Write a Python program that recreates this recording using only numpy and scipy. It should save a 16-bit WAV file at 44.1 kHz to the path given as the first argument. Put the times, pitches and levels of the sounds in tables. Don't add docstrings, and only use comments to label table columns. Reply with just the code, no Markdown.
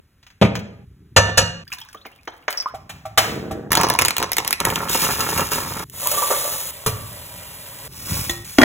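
import sys
import numpy as np
from scipy import signal
from scipy.fft import rfft, irfft
from scipy.io import wavfile
from scipy.ndimage import uniform_filter1d

SR = 44100
rng = np.random.default_rng(int(sys.argv[2]) if len(sys.argv) > 2 else 0)


def to_wav(s):
    ch = np.atleast_2d(s).T
    pcm = np.round(np.clip(ch, -1, 1) * 32767)
    wavfile.write(sys.argv[1], SR, pcm.astype(np.int16))


N = 381024

# [t/s, level/dB]
ICE_CLINKS = [(0.228, -42), (0.266, -37.5), (0.302, -40.5), (0.553, -17), (0.591, -30.5)]
# [t/s, level/dB]
GLASS_KNOCKS = [(0.414, -3.5), (0.422, -1.5), (0.449, -9.5)]
# [t/s, level/dB, brightness tilt/(dB per octave)]
POT_KNOCKS = [(1.163, 3.5, -0.2), (1.176, 1.5, -3), (1.284, -16.5, -6), (1.373, -5.5, 5), (1.377, 0.5, 1.5),
              (1.409, -14.5, -0.5)]
# [t/s, level/dB, added ring level of the stove/dB]
STOVE_CLICKS = [(2.744, -28.5, -1.5), (2.893, -18.5, -40), (3.053, -25.5, 1.5), (3.175, 6, -18),
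                (3.509, -21.5, -1.5)]
# [t/s, level/dB]
POUCH_TICKS = [(1.678, -25), (1.718, -22), (1.727, -15.5), (1.785, -19.5), (1.815, -24), (1.887, -27),
               (1.929, -24.5), (2.06, -33), (2.16, -46), (2.573, -20)]
# [t/s, level/dB]
BAG_SNAPS = [(3.719, 0), (3.730, 1), (3.7525, 2), (3.773, -1.5), (3.813, -2.5), (3.834, -7.5),
             (3.887, -10.5), (3.9, 0.5), (3.938, -12), (3.989, 4), (4.0135, -4.5), (4.02, 0), (4.05, 0.5),
             (4.057, -2), (4.083, 0.5), (4.107, -7), (4.1666, -5.5), (4.182, -4), (4.2, -11.5), (4.227, -5),
             (4.318, -5), (4.332, -6.5), (4.368, -4.5), (4.383, 1.5), (4.448, -12), (4.477, -4),
             (4.5076, -4.5), (4.528, 0.5), (4.6026, -3.5), (4.6516, -1), (4.702, -9), (4.758, -6.5)]
# [t/s, level/dB]
FRY_DROPS = [(4.885, -17.5), (4.946, -6), (5.047, -10.5), (5.063, -18), (5.107, -16), (5.205, -8),
             (5.288, -14.5), (5.376, -7.5), (5.392, -20), (5.406, -16), (5.517, -11)]
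# [t/s, level/dB]
STRAINER_KNOCKS = [(6.862, -4), (7.848, -32.5)]
# [t/s, level/dB]
PLATE_CLINKS = [(8.295, -9.5)]
# [t/s, level/dB, added ring level of the tub/dB]
TUB_KNOCKS = [(8.585, 15, -12), (8.614, 1.5, -6), (8.617, 11, -19), (8.628, -6, 4), (8.633, 6.5, -1)]
# [t/s, level/dB]
PLOPS = [(6.017, -29), (6.06, -27), (6.114, -20.5), (6.173, -19), (6.221, -24), (6.303, -12), (6.44, -23),
         (6.462, -33), (6.523, -27)]
# [t/s, level/dB]
SPITS = [(5.898, -28), (6.072, -5), (6.115, -9)]

# [t/s, level/dB]
GLUGS = [(1.944, -32), (2.051, -23.5), (2.274, -13), (2.48, 3)]
GLUG_DIVE_HZ, GLUG_T60, GLUG_HALVING_DB = 2420, 0.022, 18.5
# [t/s, level/dB, starting f/Hz, pitch rise/(octaves per s)]
BUBBLES = [(1.719, -22.5, 2565, 5.5), (1.814, -30.5, 3180, 2), (1.946, -31.5, 1143, 7),
           (2.061, -34.5, 2305, -4), (2.574, -15, 5250, 2), (2.601, -15, 5320, -0.5),
           (2.659, -13.5, 1015, 12.5), (2.740, -24, 697, 6.5), (6.058, -19, 923, 7), (6.223, -18, 927, 8),
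           (6.308, -16, 1175, 10.5)]
BUBBLE_T60 = 0.087

# [f/Hz, level/dB, t60/s]
TABLE_MODES = [(113.2, -4, 0.36), (183, -0.5, 0.38), (298, -13, 0.38), (393, -7.5, 0.42), (440, -9.5, 0.56),
               (820, -54, 5), (960, -11.5, 0.14), (1226, -17.5, 0.2), (1510, -27.5, 0.35)]
ICE_MODES = [(6360, -1.5, 0.1), (7150, -4, 0.11), (2480, 0.5, 0.057), (790, -11.5, .2)]
POT_MODES = [(101.9, 0.5, 0.58), (170, -5, 0.72), (217, -5.5, 0.5), (460, -14.5, 0.56), (550, 5.5, 0.17),
             (930, 0, 0.25), (1163, -6, 0.83), (1300, -5, 0.33), (1590, -6.5, 0.21), (1644, -7.5, 0.39),
             (1768, 1, 0.39), (2300, -15, .25), (2860, 1.5, 0.39), (3040, -15.5, 0.36), (3300, -18.5, 0.28),
             (3610, -16, 0.82), (4350, -1, 0.28), (4290, -8.5, 0.45), (4860, -16, .35), (5770, -6, 0.28),
             (5999, -7, 0.25), (6130, -5, .28), (6290, -11, .25), (7300, -18, .3), (7973, -18, .25),
             (10480, -20.5, 0.38), (11060, -30, .3), (14740, -29, 0.32), (15155, -19.5, 0.26)]
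FULL_POT_MODES = [(109.4, -3.5, 0.71), (441, -2, 0.16), (530, -14, 0.2), (1160, -8, 0.47),
                  (1875, -25, 0.55), (3639, -26, 0.34), (6170, -24, 0.22)]
STOVE_MODES = [(106.3, -15.5, 0.33), (636, -6, 0.13), (777, -1.5, 0.069), (1160, -7.5, 0.075),
               (1330, -10, 0.064)]
PLATE_MODES = [(344, -1, 0.43), (780, -11.5, 0.66), (1300, -14, 0.66), (1888, -2.5, 0.46), (3305, -20, 0.3),
               (4075, -4, 0.19), (6654, -20, 0.26), (7140, -13, 0.26)]
TUB_MODES = [(282, -10, 0.071), (674, -6.5, 0.021), (1460, -9.5, 0.014), (1930, -6, 0.018),
             (2290, -20, 0.026), (3290, -17, 0.057)]
WIRE_MODES = [(1115, -6, 0.083), (1320, -0.5, 0.083), (2770, -5.5, 0.25), (4200, -10, 0.089),
              (6550, -4, 0.14)]
POT_HOLLOW = [(518, -6.5, 0.12), (577, 3, 0.087), (953, -8, 0.054), (1167, -2.5, .11)]

# [f/Hz, relative level/dB]
ICE_TONE = [(410, -15), (700, -3), (1350, 0), (3460, -13.5), (4860, -18), (6830, -29), (14600, -52),
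            (16000, -33.5)]
GLASS_TONE = [(29, -31.5), (50, -6.5), (152, 5.5), (306, -9.5), (483, -6), (1240, -21), (1700, -22),
              (1910, -22), (3100, -22.5), (4670, -30.5), (5670, -37), (16000, -54)]
POT_TONE = [(35, -29.5), (60, -12.5), (121, -1.5), (315, -20), (527, 3), (767, -5.5), (882, -6.5),
            (1780, -3.5), (2190, -18.5), (2900, -3), (3120, -12.5), (5860, -7.5), (16000, -33.5)]
STOVE_TONE = [(88, -56), (150, -17), (431, -17.5), (745, -2.5), (1040, -7), (3620, -9), (4760, -14),
              (6140, -12), (11500, -17), (12900, -10.5), (16000, -23)]
CASING_TONE = [(200, -11), (700, 7.5), (1500, 4.5), (3500, 1.5), (7000, -2.5), (11000, -8.5), (16000, -3)]
POUCH_TONE = [(500, -15.5), (1200, 2), (2700, -3.5), (4500, -1), (7000, -7.5), (16000, -3.5)]
GLUG_TONE = [(120, -77), (200, 17), (1180, 1), (2470, -67), (2800, 4.5), (4770, -9), (6520, -5),
             (8900, -50), (16000, -20.5)]
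FLAME_TONE = [(29, -61), (50, -46), (113, 0), (139, 6), (531, -0.5), (570, -4), (639, -8), (1070, -20),
              (1500, -17), (1950, -22), (3300, -120)]
BAG_TONE = [(47, -31), (80, -4.5), (369, 3), (702, 0), (1050, 7.5), (1400, -7), (3700, -14.5), (4730, -7.5),
            (6170, -11), (8990, -42), (10500, -17), (13100, -54), (16000, -13.5)]
BAG_HOLLOW = [(120, -14), (350, 1), (1000, -13), (2000, -1), (4000, -1.5), (16000, -26)]
SNAP_TONE = [(100, -10), (400, -9), (1000, 9.5), (3000, 4), (6000, 5.5), (16000, 2)]
TUMBLE_TONE = [(35, -31), (60, -18), (168, -1.5), (299, -5.5), (550, -4), (685, -10), (826, -3),
               (1130, -0.5), (1490, -7), (2500, -17.5), (3250, -34), (5500, -120)]
RUSTLE_TONE = [(1000, -9), (2200, -2), (3500, -1), (5000, 1), (7000, -0.5), (9000, 1), (12000, 0),
               (15200, 1), (16000, -3)]
FIZZ_TONE = [(900, -20), (1800, -5), (3300, -2), (5000, -2.5), (7000, -0.5), (9000, 1.5), (13000, 1.5),
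             (15500, 3), (16000, -17)]
CHURN_TONE = [(150, -59.5), (250, -17.5), (486, -8.5), (572, -4), (699, -6), (1150, -7), (1430, -13),
              (2200, -15), (2860, -77), (4840, -120)]
SPLASH_TONE = [(150, -10), (450, -5.5), (1300, 5.5), (3000, -1), (6000, -27)]
STRAINER_TONE = [(47, -40), (80, 11), (451, -28), (877, -15), (1140, -3), (1460, -18), (6890, -13.5),
                 (8790, -28), (11000, -11), (16000, -37)]
PLATE_TONE = [(290, -42), (500, -6.5), (1180, -26), (1900, 4.5), (2570, -16), (3390, 11.5), (4600, -30),
              (6510, 2), (8830, -27), (16000, -45)]
TUB_TONE = [(47, -57), (80, -13), (277, 4), (471, -9), (1090, -19), (1430, -7), (3320, -24), (4730, -19.5),
            (16000, -46)]
THUD_TONE = [(18, -43.5), (30, -24), (57, -2.5), (102, -0.5), (168, -3.5), (198, -9.5), (367, -19.5),
             (400, -15), (520, -46.5), (880, -120)]
# [f/Hz, relative level/dB]
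FLOOR_TONE = [(15, -43.5), (25, -1.5), (84, 9.5), (714, -20), (1190, -17.5), (1330, -15), (6380, -27),
              (9320, -27), (14800, -25.5), (16000, -35.5)]
FLOOR_DB = -58.5

# [t/s, hold/s, level/dB]
POUR = (1.62, 0.97, -55.5)
FLAME = (3.19, .3, -28.5)
FIRST_DROPS = (5.83, 0.17, -56.5)
DUNK = (5.91, 0.21, -24)
SIMMER = (6.69, 1.2, -42)
SLIDE = (7.86, 0.31, -32.5)
SPILL = (8.05, 0.099, -26.5)
TIP = (8.44, .2, -34)
LANDING = (8.58, .06, -16)
# [t/s, hold/s, level/dB]
SQUEEZES = [(3.703, .13, -16.5), (3.88, 0.024, -15), (3.984, 0.05, -18.5), (4.18, 0.051, -23.5),
            (4.365, 0.091, -29.5)]
# [t/s, hold/s, knocking level/dB, scraping level/dB]
SHAKES = [(4.595, .005, -20.5, -41), (4.645, 0.012, -18.5, -29.5), (4.706, 0.13, -25.5, -35.5),
          (4.89, 0.14, -31.5, -22.5), (5.018, 0.4, -24, -27.5), (5.509, 0.02, -26, -24),
          (5.553, 0.26, -30, -33.5)]
# [t/s, hold/s, level/dB]
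HANDS = [(0.69, 0.75, -39), (2.7, 7.1, -39)]

# [f/Hz, t60/s]
ROOM_T60 = [(100, 1), (400, 0.68), (1500, 0.62), (4000, 0.54), (8000, 0.41), (16000, 0.12)]
# [f/Hz, side gain/dB]
WIDTH = [(100, -22), (400, -5), (1000, -5.5), (2500, 4.5), (5000, -34.5), (16000, -13)]
# [f/Hz, phase/rad]
STEREO_PHASE = [(0, 0), (500, -.55), (1500, -.6), (2500, .6), (3800, 1.5), (4700, 3.14), (16000, 19.9)]
EDGE_HZ = 16000


def amp(db):
    return 10 ** (np.asarray(db) / 20)


def evened(x):
    return x / np.sqrt(np.mean(x ** 2) + 1e-20)


def read(points, hz):
    f, value = np.transpose(points)
    return np.interp(np.log(hz + 1), np.log(f + 1), value)


def add(mix, s, sound):
    part = mix[max(round(s * SR), 0):][:len(sound)]
    part += sound[:len(part)]


def dying(t, t60):
    return np.exp(-np.log(1000) * t / max(t60, 1e-3))


def coloured(x, tone, tilt_db=0, size=2048):
    hz = np.fft.rfftfreq(2 * size, 1 / SR)
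    level_db = read(tone, hz) + tilt_db * np.log2(hz + 200)
    cepstrum = irfft(np.log(amp(level_db) + 1e-6))
    cepstrum[1:size] *= 2
    cepstrum[size + 1:] = 0
    taps = irfft(np.exp(rfft(cepstrum)))[:size]
    return signal.oaconvolve(x, taps / np.linalg.norm(taps))[:len(x)]


def uneven(tone, depth_db, count=14):
    hz = np.geomspace(60, 16000, 2 * count)
    return np.transpose([hz, read(tone, hz) + depth_db * rng.standard_normal(len(hz))])


def blows(rows, tone, gain_db, t60, tilt_db=0, modes=(), ring_db=0, rise_s=0.0006, vary_db=0, size=32768):
    out, t = np.zeros(N), np.arange(size) / SR
    partials = [amp(db) * dying(t, ring_s) * np.sin(2 * np.pi * hz * t) for hz, db, ring_s in modes]
    span = t[:size // 4]
    settings = np.broadcast(tilt_db, ring_db + np.zeros(len(rows)))
    for (s, db, *_), (tilt, ring) in zip(rows, settings):
        clatter = rng.standard_normal(len(span)) * dying(span, t60) * (1 - np.exp(-span / rise_s))
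        colour = uneven(tone, vary_db) if vary_db else tone
        add(out, s, amp(db + gain_db) * coloured(clatter, colour, tilt))
        if modes:
            add(out, s, amp(db + ring) * sum(rng.choice([-1, 1]) * p for p in partials))
    return out


def grains(level, tone, gain_db, per_s, spread_db, t60):
    a, b = np.flatnonzero(level > level.max() / 1000)[[0, -1]]
    out, age = np.zeros(N), np.arange(512) / SR
    loudness = amp(spread_db * np.minimum(rng.exponential(1, N), 4))
    struck = rng.random(N) < per_s / SR
    size = loudness * struck * rng.choice([-1, 1], N)
    shapes = rng.standard_normal((12, len(age))) * dying(age, t60)
    kind = rng.integers(0, len(shapes), N)
    shower = 0
    for k, shape in enumerate(shapes):
        shower = shower + signal.oaconvolve(size[a:b] * (kind[a:b] == k), evened(shape))[:b - a]
    out[a:b] = evened(coloured(shower, tone))
    return out * level * amp(gain_db)


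def swells(rows, attack_s, release_s):
    t, power = np.arange(0, N, 32) / SR, 0
    for s, hold_s, db in rows:
        rise = np.clip((t - s) / attack_s, 0, 1)
        fall = dying(np.maximum(t - s - attack_s - hold_s, 0), release_s)
        power = power + (amp(db) * rise * fall) ** 2
    return np.interp(np.arange(N) / SR, t, np.sqrt(power))


def wake(hits, gain_db, release_s, attack_s=.004):
    return swells([(s, 0, db + gain_db) for s, db, *_ in hits], attack_s, release_s)


def room(size=32768):
    t = np.arange(size) / SR
    sparse = rng.standard_normal((2, size)) * (rng.random((2, size)) < .1)
    hz, age, bands = signal.stft(sparse, SR, nperseg=256)
    decay = np.exp(-np.log(1000) * age / read(ROOM_T60, hz)[:, None])
    tail = signal.istft(bands * decay, SR, nperseg=256)[1][:, :size]
    tail = tail * (t > .002) * (1 + 4.8 * dying(t, 0.039))
    return tail / np.linalg.norm(tail[0])


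def moment(x, start, end, wet_db, pan_db):
    a, b, out = round(start * SR), min(round(end * SR), N), np.zeros((2, N))
    echo = signal.fftconvolve(x[None, a:b], room(), axes=1)[:, :b - a]
    heard = x[a:b] + amp(wet_db) * echo
    cutoff = np.minimum(np.arange(b - a)[::-1] / 64, 1)
    out[:, a:b] = heard * amp([[pan_db / 2], [-pan_db / 2]]) * cutoff
    return out


def burning():
    return swells([FLAME], attack_s=0.058, release_s=1.4)


def squeezing():
    return swells(SQUEEZES, attack_s=0.0057, release_s=0.26)


def tumbling():
    return swells([(s, hold, db) for s, hold, db, _ in SHAKES], attack_s=0.0096, release_s=0.34)


def spilling():
    slip = swells([SLIDE], attack_s=0.16, release_s=0.59)
    return slip + swells([SPILL], attack_s=0.054, release_s=0.4)


def background(stove_db=-6, bag_db=-9, tumble_db=-6, spill_db=0):
    hands = swells(HANDS, attack_s=0.044, release_s=.5)
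    knocks = wake(POT_KNOCKS, gain_db=-23, release_s=0.79) + wake(STRAINER_KNOCKS, gain_db=-24.5, release_s=0.85)
    moves = amp(stove_db) * burning() + amp(bag_db) * squeezing()
    moves = moves + amp(tumble_db) * tumbling() + amp(spill_db) * spilling()
    rumble = grains(hands + knocks + moves, THUD_TONE, gain_db=-8.0, per_s=300, spread_db=1.5, t60=0.0034)
    air = evened(coloured(rng.standard_normal(N), FLOOR_TONE))
    return amp(FLOOR_DB) * air + rumble


def drink():
    thump = blows(GLASS_KNOCKS, GLASS_TONE, gain_db=-1, t60=0.099,
                  modes=TABLE_MODES, ring_db=-13.0, rise_s=0.00019)
    ice = blows(ICE_CLINKS, ICE_TONE, gain_db=-3.5, t60=0.073, tilt_db=8.0,
                modes=ICE_MODES, ring_db=-19, rise_s=.0002)
    return thump + ice


def pot():
    brightness = np.transpose(POT_KNOCKS)[2]
    return blows(POT_KNOCKS, POT_TONE, gain_db=1.5, t60=0.065, tilt_db=brightness,
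                 modes=POT_MODES, ring_db=-24.0, rise_s=0.0053)


def stove(shiver_db=-26, shiver_t60=0.55):
    flame = grains(burning(), FLAME_TONE, gain_db=-3.0, per_s=400, spread_db=-0.5, t60=0.0036)
    clicks = blows(STOVE_CLICKS, STOVE_TONE, gain_db=-4, t60=.068,
                   modes=STOVE_MODES, ring_db=np.transpose(STOVE_CLICKS)[2], rise_s=0.0057)
    casing, t = np.zeros(N), np.arange(SR // 2) / SR
    for s, db, *_ in STOVE_CLICKS:
        add(casing, s, amp(db + shiver_db) * rng.standard_normal(len(t)) * dying(t, shiver_t60))
    return clicks + coloured(casing, CASING_TONE) + flame


def glugs(slap_db=-8, gulp_db=-5, fall_s=0.0042, low_hz=450):
    out, t = np.zeros(N), np.arange(4096) / SR
    for s, db in GLUGS:
        t60 = GLUG_T60 * 2 ** (-db / GLUG_HALVING_DB)
        pitch = low_hz + GLUG_DIVE_HZ * np.exp(-t / fall_s)
        gulp = np.sin(2 * np.pi * np.cumsum(pitch) / SR)
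        slap = coloured(rng.standard_normal(len(t)), GLUG_TONE)
        envelope = dying(t, t60) * (1 - dying(t, 0.028))
        add(out, s, amp(db + 3.5) * (amp(slap_db) * slap + amp(gulp_db) * gulp) * envelope)
    return out


def oil():
    flow = swells([POUR], attack_s=.03, release_s=.5)
    flow = flow + wake(GLUGS, gain_db=-25, release_s=0.42) + wake(POUCH_TICKS, gain_db=-16.5, release_s=0.14)
    stream = grains(flow, POUCH_TONE, gain_db=-8.5, per_s=230, spread_db=6, t60=0.0099)
    return stream + glugs() + blows(POUCH_TICKS, POUCH_TONE, gain_db=-6, t60=0.017, vary_db=5.5)


def bubbles(waver=0.059, small_db=-42, small_hz=1900, small_rise=6, count=16):
    out, t = np.zeros(N), np.arange(6000) / SR
    small = []
    for when, depth, width in rng.random((count, 3)):
        hz = small_hz * 2 ** (2 * width - 1)
        small.append((POUR[0] + POUR[1] * when, small_db - 10 * depth, hz, small_rise))
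    for s, db, hz, rise in BUBBLES + small:
        wobble = evened(uniform_filter1d(rng.standard_normal(len(t)), size=60))
        pitch = hz * 2 ** (rise * t) * (1 + waver * wobble)
        ring = np.sin(2 * np.pi * np.cumsum(pitch) / SR)
        add(out, s, amp(db) * ring * dying(t, BUBBLE_T60) * (1 - dying(t, 0.0013)))
    return out


def bag(hollow_db=-19, hollow_t60=0.052):
    crumple = grains(squeezing(), BAG_TONE, gain_db=-2, per_s=570, spread_db=5.0, t60=0.015)
    faint = grains(squeezing(), SNAP_TONE, gain_db=-14, per_s=120, spread_db=8.5, t60=0.005)
    snaps = blows(BAG_SNAPS, SNAP_TONE, gain_db=-2, t60=0.01, tilt_db=.5, rise_s=0.000076, vary_db=4.0)
    hollow = blows(BAG_SNAPS, BAG_HOLLOW, gain_db=hollow_db, t60=hollow_t60, rise_s=0.00075, vary_db=4.0)
    return snaps + faint + crumple + hollow


def serving(flow, patter_db, rustle_db):
    patter = grains(flow, TUMBLE_TONE, gain_db=patter_db, per_s=600, spread_db=0, t60=.015)
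    return patter + grains(flow, RUSTLE_TONE, gain_db=rustle_db, per_s=6100, spread_db=4.5, t60=0.0104)


def tub():
    rustle = serving(swells([TIP], attack_s=0.0078, release_s=.3), patter_db=-21, rustle_db=-1.5)
    drumming = serving(swells([LANDING], attack_s=0.0042, release_s=.2), patter_db=-5.5, rustle_db=-11.5)
    knocks = blows(TUB_KNOCKS, TUB_TONE, gain_db=-5.0, t60=0.012,
                   modes=TUB_MODES, ring_db=np.transpose(TUB_KNOCKS)[2], rise_s=0.00042)
    return rustle + drumming + knocks


def plate():
    clink = blows(PLATE_CLINKS, PLATE_TONE, gain_db=-1.5, t60=0.039,
                  modes=PLATE_MODES, ring_db=-16.5, rise_s=0.00036)
    flow = spilling() + wake(PLATE_CLINKS, gain_db=-11.5, release_s=.06)
    return clink + serving(flow, patter_db=-15.5, rustle_db=-2.5)


def frozen_fries():
    sliding = swells([(s, hold, db) for s, hold, _, db in SHAKES], attack_s=0.005, release_s=0.75)
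    jostle = wake(FRY_DROPS, gain_db=-21, release_s=0.094)
    knocks = grains(tumbling() + jostle, TUMBLE_TONE, gain_db=-2, per_s=170, spread_db=2, t60=0.038)
    scrape = grains(sliding + jostle, RUSTLE_TONE, gain_db=1.0, per_s=1400, spread_db=2.5, t60=0.015)
    drops = blows(FRY_DROPS, SNAP_TONE, gain_db=-4.5, t60=0.028,
                  modes=WIRE_MODES, ring_db=-15, vary_db=4.5)
    return knocks + scrape + drops


def frying(boil, churn_db, fizz_db):
    churn = grains(boil, CHURN_TONE, gain_db=churn_db, per_s=500, spread_db=0.5, t60=0.029)
    return churn + grains(boil, FIZZ_TONE, gain_db=fizz_db, per_s=5000, spread_db=2.7, t60=0.0038)


def splashes(gain_db=-10, ring_db=-5):
    t, plops = np.arange(8192) / SR, np.zeros(N)
    hollow = sum(amp(db) * dying(t, t60) * np.sin(2 * np.pi * hz * t) for hz, db, t60 in POT_HOLLOW)
    for s, db in PLOPS:
        add(plops, s, amp(db + ring_db) * hollow * (1 - dying(t, 0.0096)))
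    spatter = wake(PLOPS, gain_db=-0.5, release_s=0.39)
    slaps = grains(spatter, SPLASH_TONE, gain_db=gain_db, per_s=200, spread_db=2, t60=0.0062)
    wash = grains(spatter, CHURN_TONE, gain_db=-10.5, per_s=500, spread_db=3.5, t60=0.03)
    resounding = signal.oaconvolve(slaps, hollow / np.linalg.norm(hollow))[:N] / 2
    return plops + wash + resounding


def dunking():
    boil = swells([FIRST_DROPS], attack_s=.01, release_s=.5) + swells([DUNK], attack_s=0.21, release_s=3.3)
    boil = boil + wake(PLOPS, gain_db=-12.5, release_s=0.093)
    spits = blows(SPITS, FIZZ_TONE, gain_db=1.5, t60=0.0093, rise_s=0.00017)
    return frying(boil, churn_db=-12.5, fizz_db=1) + spits + splashes()


def simmering():
    boil = swells([SIMMER], attack_s=.02, release_s=1) + wake(STRAINER_KNOCKS, gain_db=-20, release_s=0.14)
    bumps = blows(STRAINER_KNOCKS, STRAINER_TONE, gain_db=-9.0, t60=0.093,
                  modes=FULL_POT_MODES, ring_db=-13, rise_s=0.00026)
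    return frying(boil, churn_db=-5.0, fizz_db=3) + bumps


def scene():
    cuts = [0, .85, 1.638, 3.697, 5.842, 6.712, 7.88, 8.445, 8.64]
    return (background()
            + moment(drink(), *cuts[0:2], wet_db=-3.5, pan_db=0.0)
            + moment(pot(), *cuts[1:3], wet_db=-4, pan_db=-1.5)
            + moment(oil() + stove(), *cuts[2:4], wet_db=-3.0, pan_db=-0.5)
            + moment(bubbles(), cuts[2], cuts[5], wet_db=-10.0, pan_db=-1.5)
            + moment(bag() + frozen_fries(), *cuts[3:5], wet_db=-7.5, pan_db=-2.3)
            + moment(dunking(), *cuts[4:6], wet_db=-7.5, pan_db=-0.9)
            + moment(simmering(), *cuts[5:7], wet_db=-5, pan_db=-0.8)
            + moment(plate(), *cuts[6:8], wet_db=-7, pan_db=-0.5)
            + moment(tub(), *cuts[7:9], wet_db=-8.5, pan_db=0.0))


def record(dry):
    hz = np.fft.rfftfreq(N, 1 / SR)
    mid = rfft(dry[0] + dry[1]) / 2
    side = rfft(dry[0] - dry[1]) / 2 * amp(read(WIDTH, hz))
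    turn = np.exp(.5j * np.interp(hz, *np.transpose(STEREO_PHASE)))
    stereo = irfft(np.array([(mid + side) * turn, (mid - side) / turn]), N)
    overloaded = np.clip(stereo, -1, 1)
    lowpass = signal.firwin(255, EDGE_HZ, window=("kaiser", 8), fs=SR)
    return signal.oaconvolve(overloaded, lowpass[None], "same")


dry = scene()
out = record(dry)
to_wav(out)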